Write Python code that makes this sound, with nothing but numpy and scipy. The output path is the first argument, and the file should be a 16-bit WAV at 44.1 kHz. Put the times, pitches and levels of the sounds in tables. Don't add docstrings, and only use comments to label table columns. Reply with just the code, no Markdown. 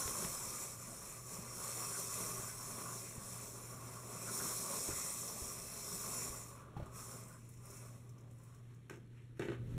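import sys
import numpy as np
from scipy import signal
from scipy.fft import rfft, irfft, next_fast_len
from scipy.io import wavfile
from scipy.ndimage import uniform_filter1d, map_coordinates

SR = 44100
rng = np.random.default_rng(int(sys.argv[2]) if len(sys.argv) > 2 else 0)


def generate_wav(signal):
    frames = np.transpose(np.atleast_2d(signal))
    scaled = np.clip(frames, -1, 1) * 32767
    pcm = np.round(scaled).astype(np.int16)
    wavfile.write(sys.argv[1], SR, pcm)


N = 431283

# [t/s, thud level/dB, thud f/Hz, knock level/dB, knock f/Hz, crack level/dB]
HATCH_THUDS = [(0.055, -37, 81.4, -40, 400, -46), (0.077, -43, 147, -35, 414, -34),
               (0.224, -39, 149, -43, 400, -55), (0.236, -47, 160, -52, 420, -46),
               (.247, -34, 166, -46, 383, -34), (1.389, -41, 190, -55, 500, -58),
               (2.157, -48, 124, -52, 600, -56), (2.39, -43, 121, -57, 510, -58),
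               (3.179, -38, 129, -56, 585, -54), (4.888, -39, 90, -29, 330, -46),
               (4.907, -39, 90, -42, 300, -57), (4.928, -41, 95, -52, 300, -58),
               (5.421, -36, 88, -42, 250, -58), (5.909, -47.5, 119, -55, 500, -61),
               (6.299, -41, 60, -57, 400, -64), (6.766, -32.5, 130, -36, 815, -65),
               (6.794, -34, 120, -59, 600, -62), (6.8, -48, 130, -35, 596, -60),
               (6.824, -35, 110, -57, 695, -60)]


def drive():
    # [t/s, gear hiss level/dB, shell drone level/dB]
    drive_course = [(0.0, -42.5, -52), (0.25, -42.5, -52), (0.3, -45.5, -56), (0.64, -45.5, -57),
                    (0.77, -54.5, -63.5), (1.1, -51, -58.5), (1.25, -54.5, -63), (1.35, -48, -56.5),
                    (1.44, -55.5, -62), (1.64, -46, -56.5), (2.0, -43.5, -55), (2.23, -43.5, -52.5),
                    (2.53, -49, -58), (3.03, -49, -59.5), (3.17, -52.5, -60), (3.33, -49.5, -60),
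                    (3.74, -55, -60.5), (4.06, -56.5, -61.5), (4.37, -42, -52), (4.83, -42, -53),
                    (5.03, -43, -56), (5.65, -50, -61), (5.92, -45.5, -56), (6.22, -44.5, -55.5),
                    (6.4, -52, -59), (6.51, -58, -65), (6.73, -84, -66), (6.9, -71.5, -62),
                    (6.96, -54, -62), (7.12, -54, -58.5), (7.28, -62.5, -66), (7.45, -70, -74),
                    (7.64, -68, -73), (7.67, -61, -69), (7.76, -59, -66.5), (7.92, -64, -66),
                    (8.1, -78, -77.5), (8.23, -84, -76), (8.45, -71, -74), (8.6, -76.5, -74),
                    (8.88, -91, -94)]
    hiss_db, drone_db = curves(drive_course, after_db=-120)
    stutter = 0.06
    unevenness = 1 + stutter * np.clip(-50 - hiss_db, 0, 20)
    load = (wobble(9) + 0.73 * wobble(22)) * unevenness
    return (gear_hiss(hiss_db, load) + shell_drone(drone_db, load)
            + shell_rumble(drone_db, load) + motor_whirr(hiss_db, load))


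def gear_hiss(hiss_db, load):
    # [f/Hz, level per Hz/dB]
    gear_colour = [(2500, -47), (3200, -14), (4400, -10.5), (5300, -1.5), (6100, -3.5), (6500, -3.5),
                   (7000, -3), (10600, -2.5), (11300, -7.5), (12800, -8.5), (14000, -7), (14600, -7.5),
                   (16000, -31)]
    # [f/Hz, width/Hz, level/dB]
    frame_modes = [(4940, 20, 0), (5470, 39, -5), (5635, 43, 4.5), (6110, 30, 0.5), (6160, 49, -4),
                   (6860, 30, -0.5), (7010, 31, 5.5), (7145, 30, 10), (7730, 72, 1), (8070, 41, 5),
                   (8700, 120, -12), (8460, 50, 2), (9330, 100, -2.5), (10440, 59, 0.5), (10900, 71, -0.5),
                   (12750, 200, -11.5), (14250, 73, -7), (15500, 80, 0)]
    teeth = lambda f: amp(along(gear_colour, f)) * (1 + peaks(frame_modes, f))
    hiss = filtered(rough(grain_db=1.5, grains=900, patchy_db=1.0), teeth)
    return amp(hiss_db + 0.51 * load) * hollow(hiss, depth_db=2.5, frames=12)


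def shell_drone(drone_db, load):
    # [f/Hz, width/Hz, level/dB]
    shell_modes = [(1010, 79, -4), (1118, 87, 3), (1173, 80, -4), (1190, 57, -2.5), (1380, 110, -6),
                   (1475, 48, -10.5)]
    drone = filtered(rough(grain_db=2.0, grains=250, patchy_db=1.0), lambda f: peaks(shell_modes, f) ** 1.04)
    return amp(drone_db + 0.87 * load + flutter()) * hollow(drone, depth_db=2.5, frames=8)


def shell_rumble(drone_db, load):
    # [f/Hz, width/Hz, level/dB]
    low_modes = [(176.7, 26, 1.5), (235, 31, -1.5), (333, 36, -12.5), (400, 54, -0.5), (544, 54, -2.5),
                 (631, 80, -6.5), (910, 270, -13)]
    rumble_db = -57 + 0.88 * (drone_db + 58)
    rumble = filtered(rough(grain_db=1.0, grains=60, patchy_db=1.0), lambda f: peaks(low_modes, f))
    return amp(rumble_db + 0.52 * load + flutter()) * hollow(rumble, depth_db=2.0, frames=8)


def motor_whirr(hiss_db, load):
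    # [f/Hz, width/Hz, level/dB]
    housing_modes = [(1660, 340, -5.5), (2040, 100, 0.5), (2283, 135, 0), (2450, 89, -1), (2613, 97, 0)]
    whirr_db = -66 + 0.71 * (hiss_db + 50)
    whirr = filtered(rough(grain_db=1.5, grains=200, patchy_db=0.5), lambda f: peaks(housing_modes, f) ** 1.22)
    return amp(whirr_db + 0.61 * load + flutter()) * hollow(whirr, depth_db=2.0, frames=8)


def flutter():
    return 1.5 * wobble(12)


def hollow(x, depth_db, frames):
    z = signal.stft(x, nperseg=2048)[2]
    comb = uniform_filter1d(rng.standard_normal(z.shape), 2, 0)
    comb = uniform_filter1d(comb, frames, 1)
    return unit(signal.istft(z * amp(depth_db * unit(comb)), nperseg=2048)[1][:N])


def drags():
    # [t/s, length/s, f/Hz, level/dB]
    drag_events = [(0.61, 0.053, 1420, -69), (1.902, 0.11, 1435, -57), (2.15, .09, 1130, -54),
                   (2.474, 0.047, 1520, -60), (3.17, .1, 1130, -59), (3.76, .1, 1130, -60),
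                   (4.263, 0.061, 1330, -53), (4.27, 0.038, 1500, -57), (4.389, 0.043, 1450, -50.5),
                   (4.8, 0.37, 2030, -62), (4.898, 0.038, 1440, -54), (7.08, .09, 1200, -62),
                   (7.264, 0.15, 1470, -68), (8.42, .2, 1130, -72)]
    out = np.zeros(N)
    for s, length, hz, db in drag_events:
        noise = filtered(rng.standard_normal(round(length * SR)), lambda f: peaks([(hz, 110, 0)], f) ** 1.1)
        add(out, s, amp(db) * unit(noise) * np.hanning(len(noise)) ** 0.39)
    return out


def thuds():
    out, t = np.zeros(N), np.arange(SR // 4) / SR
    for s, db, low_hz, knock_db, knock_hz, crack_db in HATCH_THUDS:
        low = np.sin(2 * np.pi * low_hz * t) * amp(-60 * t / 0.048) * (1 - np.exp(-t / 0.00095))
        body = burst(0.084, lambda f: peaks([(low_hz, 150, 0)], f), 0.0041)
        knock = np.sin(2 * np.pi * knock_hz * t) * amp(-60 * t / 0.025) * (1 - np.exp(-t / 0.0013))
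        crack = burst(0.017, lambda f: peaks([(1600, 920, 0)], f) * (f < 4500), 0.00028)
        thud = 1.17 * low + 0.46 * body
        add(out, s, amp(db) * thud + amp(knock_db) * knock + amp(crack_db) * crack)
    return out


def ticks():
    # [t/s, level/dB, centre f/Hz]
    tick_events = [(6.8592, -54, 7450), (7.2817, -48, 8850), (7.4893, -51, 10400), (7.5361, -53, 7160),
                   (7.5736, -57, 5690), (7.6545, -48, 9390), (7.7028, -47, 7110), (7.7678, -46, 7170),
                   (8.0919, -54, 6500), (8.1817, -58, 6070), (8.2077, -61, 6520), (8.31, -60, 8170),
                   (8.3832, -60, 8170), (8.4341, -55, 9110), (8.5455, -58, 7050), (8.745, -62, 7060),
                   (8.9574, -59, 5950)]
    out = np.zeros(N)
    for s, db, hz in tick_events:
        bright = lambda f: (0.1 + peaks([(hz, 1800, 0)], f)) * (f > 4800)
        add(out, s, amp(db) * burst(0.052, bright, 0.00084))
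    return out


def knocks():
    # [t/s, blow level/dB, clack level/dB, click level/dB]
    contact_events = [(8.8969, -50, -42, -46), (8.907, -42.5, -48, -59), (8.92, -43.5, -58, -58),
                      (8.939, -48, -58, -62), (8.971, -46, -63, -63), (9.3947, -28, -38.5, -44.5),
                      (9.409, -49, -40, -60), (9.42, -35, -35.5, -62), (9.43, -36, -44, -62),
                      (9.452, -34, -47, -70), (9.484, -31.5, -38, -64), (9.499, -33, -46, -59),
                      (9.518, -34.5, -40.5, -64), (9.531, -39, -45, -68), (9.546, -47, -50, -70)]
    # [f/Hz, level/dB, t60 when free/s]
    table_modes = [(133, -8.5, 0.14), (257, -7.5, 0.094), (328, -8.5, 0.073), (352.3, -0.5, 0.084),
                   (388, -2.5, 0.077), (472, -9.5, 0.077), (710, -14, 0.036)]
    # [f/Hz, level/dB, t60 when free/s]
    case_modes = [(890, -4, 0.039), (1227, -3, 0.042), (1516, -3, 0.039), (1990, -11, 0.033),
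                  (2670, -9, 0.041), (2950, -10, .03), (3670, -12, 0.027)]
    table_life, case_life = 0.79, 0.68
    out = np.zeros(N)
    for s, blow_db, clack_db, click_db in contact_events:
        blow = ringing(table_modes, table_life, 0.002)
        snap = burst(0.057, lambda f: peaks([(1690, 1700, 0)], f) ** 2.3, 0.00055)
        clack = 0.61 * ringing(case_modes, case_life, 0.00036) + 0.66 * snap
        click = burst(0.027, lambda f: peaks([(6600, 4000, 0)], f) ** 1.6 * (f > 3500), 0.0002)
        add(out, s, amp(blow_db) * blow + amp(clack_db) * clack + amp(click_db) * click)
    return out


def ringing(modes, life, attack):
    t = np.arange(SR // 4) / SR
    ring = np.zeros(len(t))
    for hz, db, t60 in modes:
        strength_db = db + rng.normal(0, 2.6)
        ring += amp(strength_db - 60 * t / (t60 * life)) * np.sin(2 * np.pi * hz * t)
    return ring * (1 - np.exp(-t / attack)) ** 2


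def slides():
    # [t/s, length/s, level/dB]
    slide_events = [(8.648, .14, -75), (8.897, 0.076, -65), (9.117, 0.17, -73), (9.356, 0.072, -68),
                    (9.393, 0.098, -58), (9.466, 0.11, -62.5), (9.66, 0.13, -69.5)]
    # [f/Hz, level per Hz/dB]
    cloth_colour = [(500, -30), (900, 1), (1800, 2.5), (2700, -1), (4000, -13), (7000, -10), (12000, -18),
                    (16000, -32)]
    out = np.zeros(N)
    rub = unit(filtered(rough(grain_db=1.5, grains=150, patchy_db=2), lambda f: amp(along(cloth_colour, f))))
    for s, length, db in slide_events:
        stroke = rub[round(s * SR):][:round(length * SR)]
        add(out, s, amp(db) * stroke * np.hanning(len(stroke)) ** 0.5)
    return out


def walls(x):
    # [f/Hz, t60/s]
    wall_decay = [(100, 0.092), (1000, 0.36), (5000, 0.27), (14000, 0.17)]
    hz, t, z = signal.stft(rng.standard_normal(SR // 2), SR, nperseg=256)
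    fade = amp(-60 * t / along(wall_decay, hz)[:, None])
    tail = signal.istft(z * fade, SR, nperseg=256)[1]
    late = np.pad(x, (300, 0))
    return signal.fftconvolve(late, tail / np.linalg.norm(tail))[:N]


def shake():
    noise = filtered(rng.standard_normal(N), lambda f: peaks([(33, 23, 0.54), (74.0, 40, 0)], f) * (f < 100))
    t = np.arange(N) / SR
    jolt_db, jolt_s = -27, 0.15
    jolts = np.max([amp(db + jolt_db) * (t > s) * np.exp(-np.abs(t - s) / jolt_s)
                    for s, db, *_ in HATCH_THUDS], axis=0)
    steady = amp(-68 + fade_up() + 1.5 * wobble(3.2))
    return (steady + jolts) * unit(noise)


def room():
    # [t/s, level/dB]
    hum_course = [(0, -65), (.5, -64), (1.3, -60), (2, -57), (4.4, -57), (5, -66), (5.5, -61), (6.1, -59.5),
                  (6.5, -57.5), (8, -55.5), (9.78, -57)]
    # [f/Hz, level per Hz/dB]
    air_colour = [(50, -46), (85, -15), (105, -7.5), (140, -8), (200, -14), (260, -18), (450, -23),
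                  (800, -49.5), (1200, -62)]
    # [f/Hz, level per Hz/dB]
    fine_colour = [(410, -38), (700, -13), (1870, -12), (2910, -16), (3820, -17.5), (4830, -23),
                   (11400, -24), (15500, -54)]
    hum_hz = 119.2
    air_follows, fine_follows = 0.94, 0.54
    hum_db = curves(hum_course, after_db=-60)[0] + fade_up()
    turn = 2 * np.pi * hum_hz * np.arange(N) / SR + 0.26 * wobble(6)
    hum = np.sqrt(2) * (np.sin(turn) + 0.096 * np.sin(2 * turn)) * amp(1.5 * wobble(9))
    air = unit(filtered(rng.standard_normal(N), lambda f: amp(along(air_colour, f))))
    fine = unit(filtered(rough(grain_db=1.5, grains=220, patchy_db=1.0), lambda f: amp(along(fine_colour, f))))
    air_db = -61 + air_follows * fade_up() + 0.85 * wobble(4)
    fine_db = -77 + fine_follows * fade_up()
    return amp(hum_db) * hum + amp(air_db) * air + amp(fine_db) * fine


def fade_up():
    start_s, db_per_s = 9.44, 47
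    return db_per_s * np.maximum(np.arange(N) / SR - start_s, 0)


def amp(db):
    return 10 ** (np.asarray(db) / 20)


def unit(x):
    return x / np.sqrt(np.mean(x ** 2) + 1e-20)


def along(points, hz):
    f, v = np.transpose(points)
    return np.interp(np.log(hz + 1), np.log(f + 1), v)


def curves(rows, after_db):
    s, *cols = np.transpose(rows)
    return [np.interp(np.arange(N) / SR, s, c, right=after_db) for c in cols]


def wobble(rate):
    knots = rng.standard_normal(int(N * rate / SR) + 4)
    return map_coordinates(knots, [np.arange(N) * rate / SR])


def filtered(x, response):
    m = next_fast_len(len(x) + 8192)
    return irfft(rfft(x, m) * response(np.fft.rfftfreq(m, 1 / SR)), m)[:len(x)]


def peaks(modes, f):
    return np.sqrt(sum(np.abs(amp(db) * f * w / (c * c - f * f + 1j * f * w)) ** 2 for c, w, db in modes))


def rough(grain_db, grains, patchy_db):
    contacts = rng.standard_normal(N) * amp(grain_db * wobble(grains))
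    z = signal.stft(contacts, nperseg=256)[2]
    patches = uniform_filter1d(rng.standard_normal(z.shape), 5, 0)
    patches = uniform_filter1d(patches, 16, 1)
    return signal.istft(z * amp(patchy_db * unit(patches)), nperseg=256)[1][:N]


def add(track, s, sound):
    part = track[round(s * SR):][:len(sound)]
    part += sound[:len(part)]


def burst(t60, response, attack):
    t = np.arange(SR // 4) / SR
    noise = unit(filtered(rng.standard_normal(len(t)), response))
    return 0.5 * noise * amp(-60 * t / t60) * (1 - np.exp(-t / attack))


def scene():
    hits = thuds() + ticks() + knocks()
    mono = drive() + drags() + slides() + hits + amp(-6.5) * walls(hits) + shake() + room()
    return np.array([mono, mono])


def record(dry):
    # [f/Hz, width/Hz, depth/dB]
    port_notch = (4800, 417, -18.5)
    centre_hz, width_hz, depth_db = port_notch
    top_hz = 15660
    dip = lambda f: np.exp(-((f - centre_hz) / width_hz) ** 2 * 4)
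    colour = lambda f: amp(depth_db * dip(f)) * (f < top_hz)
    return np.array([filtered(side, colour) for side in dry])


dry = scene()
out = record(dry)
generate_wav(out)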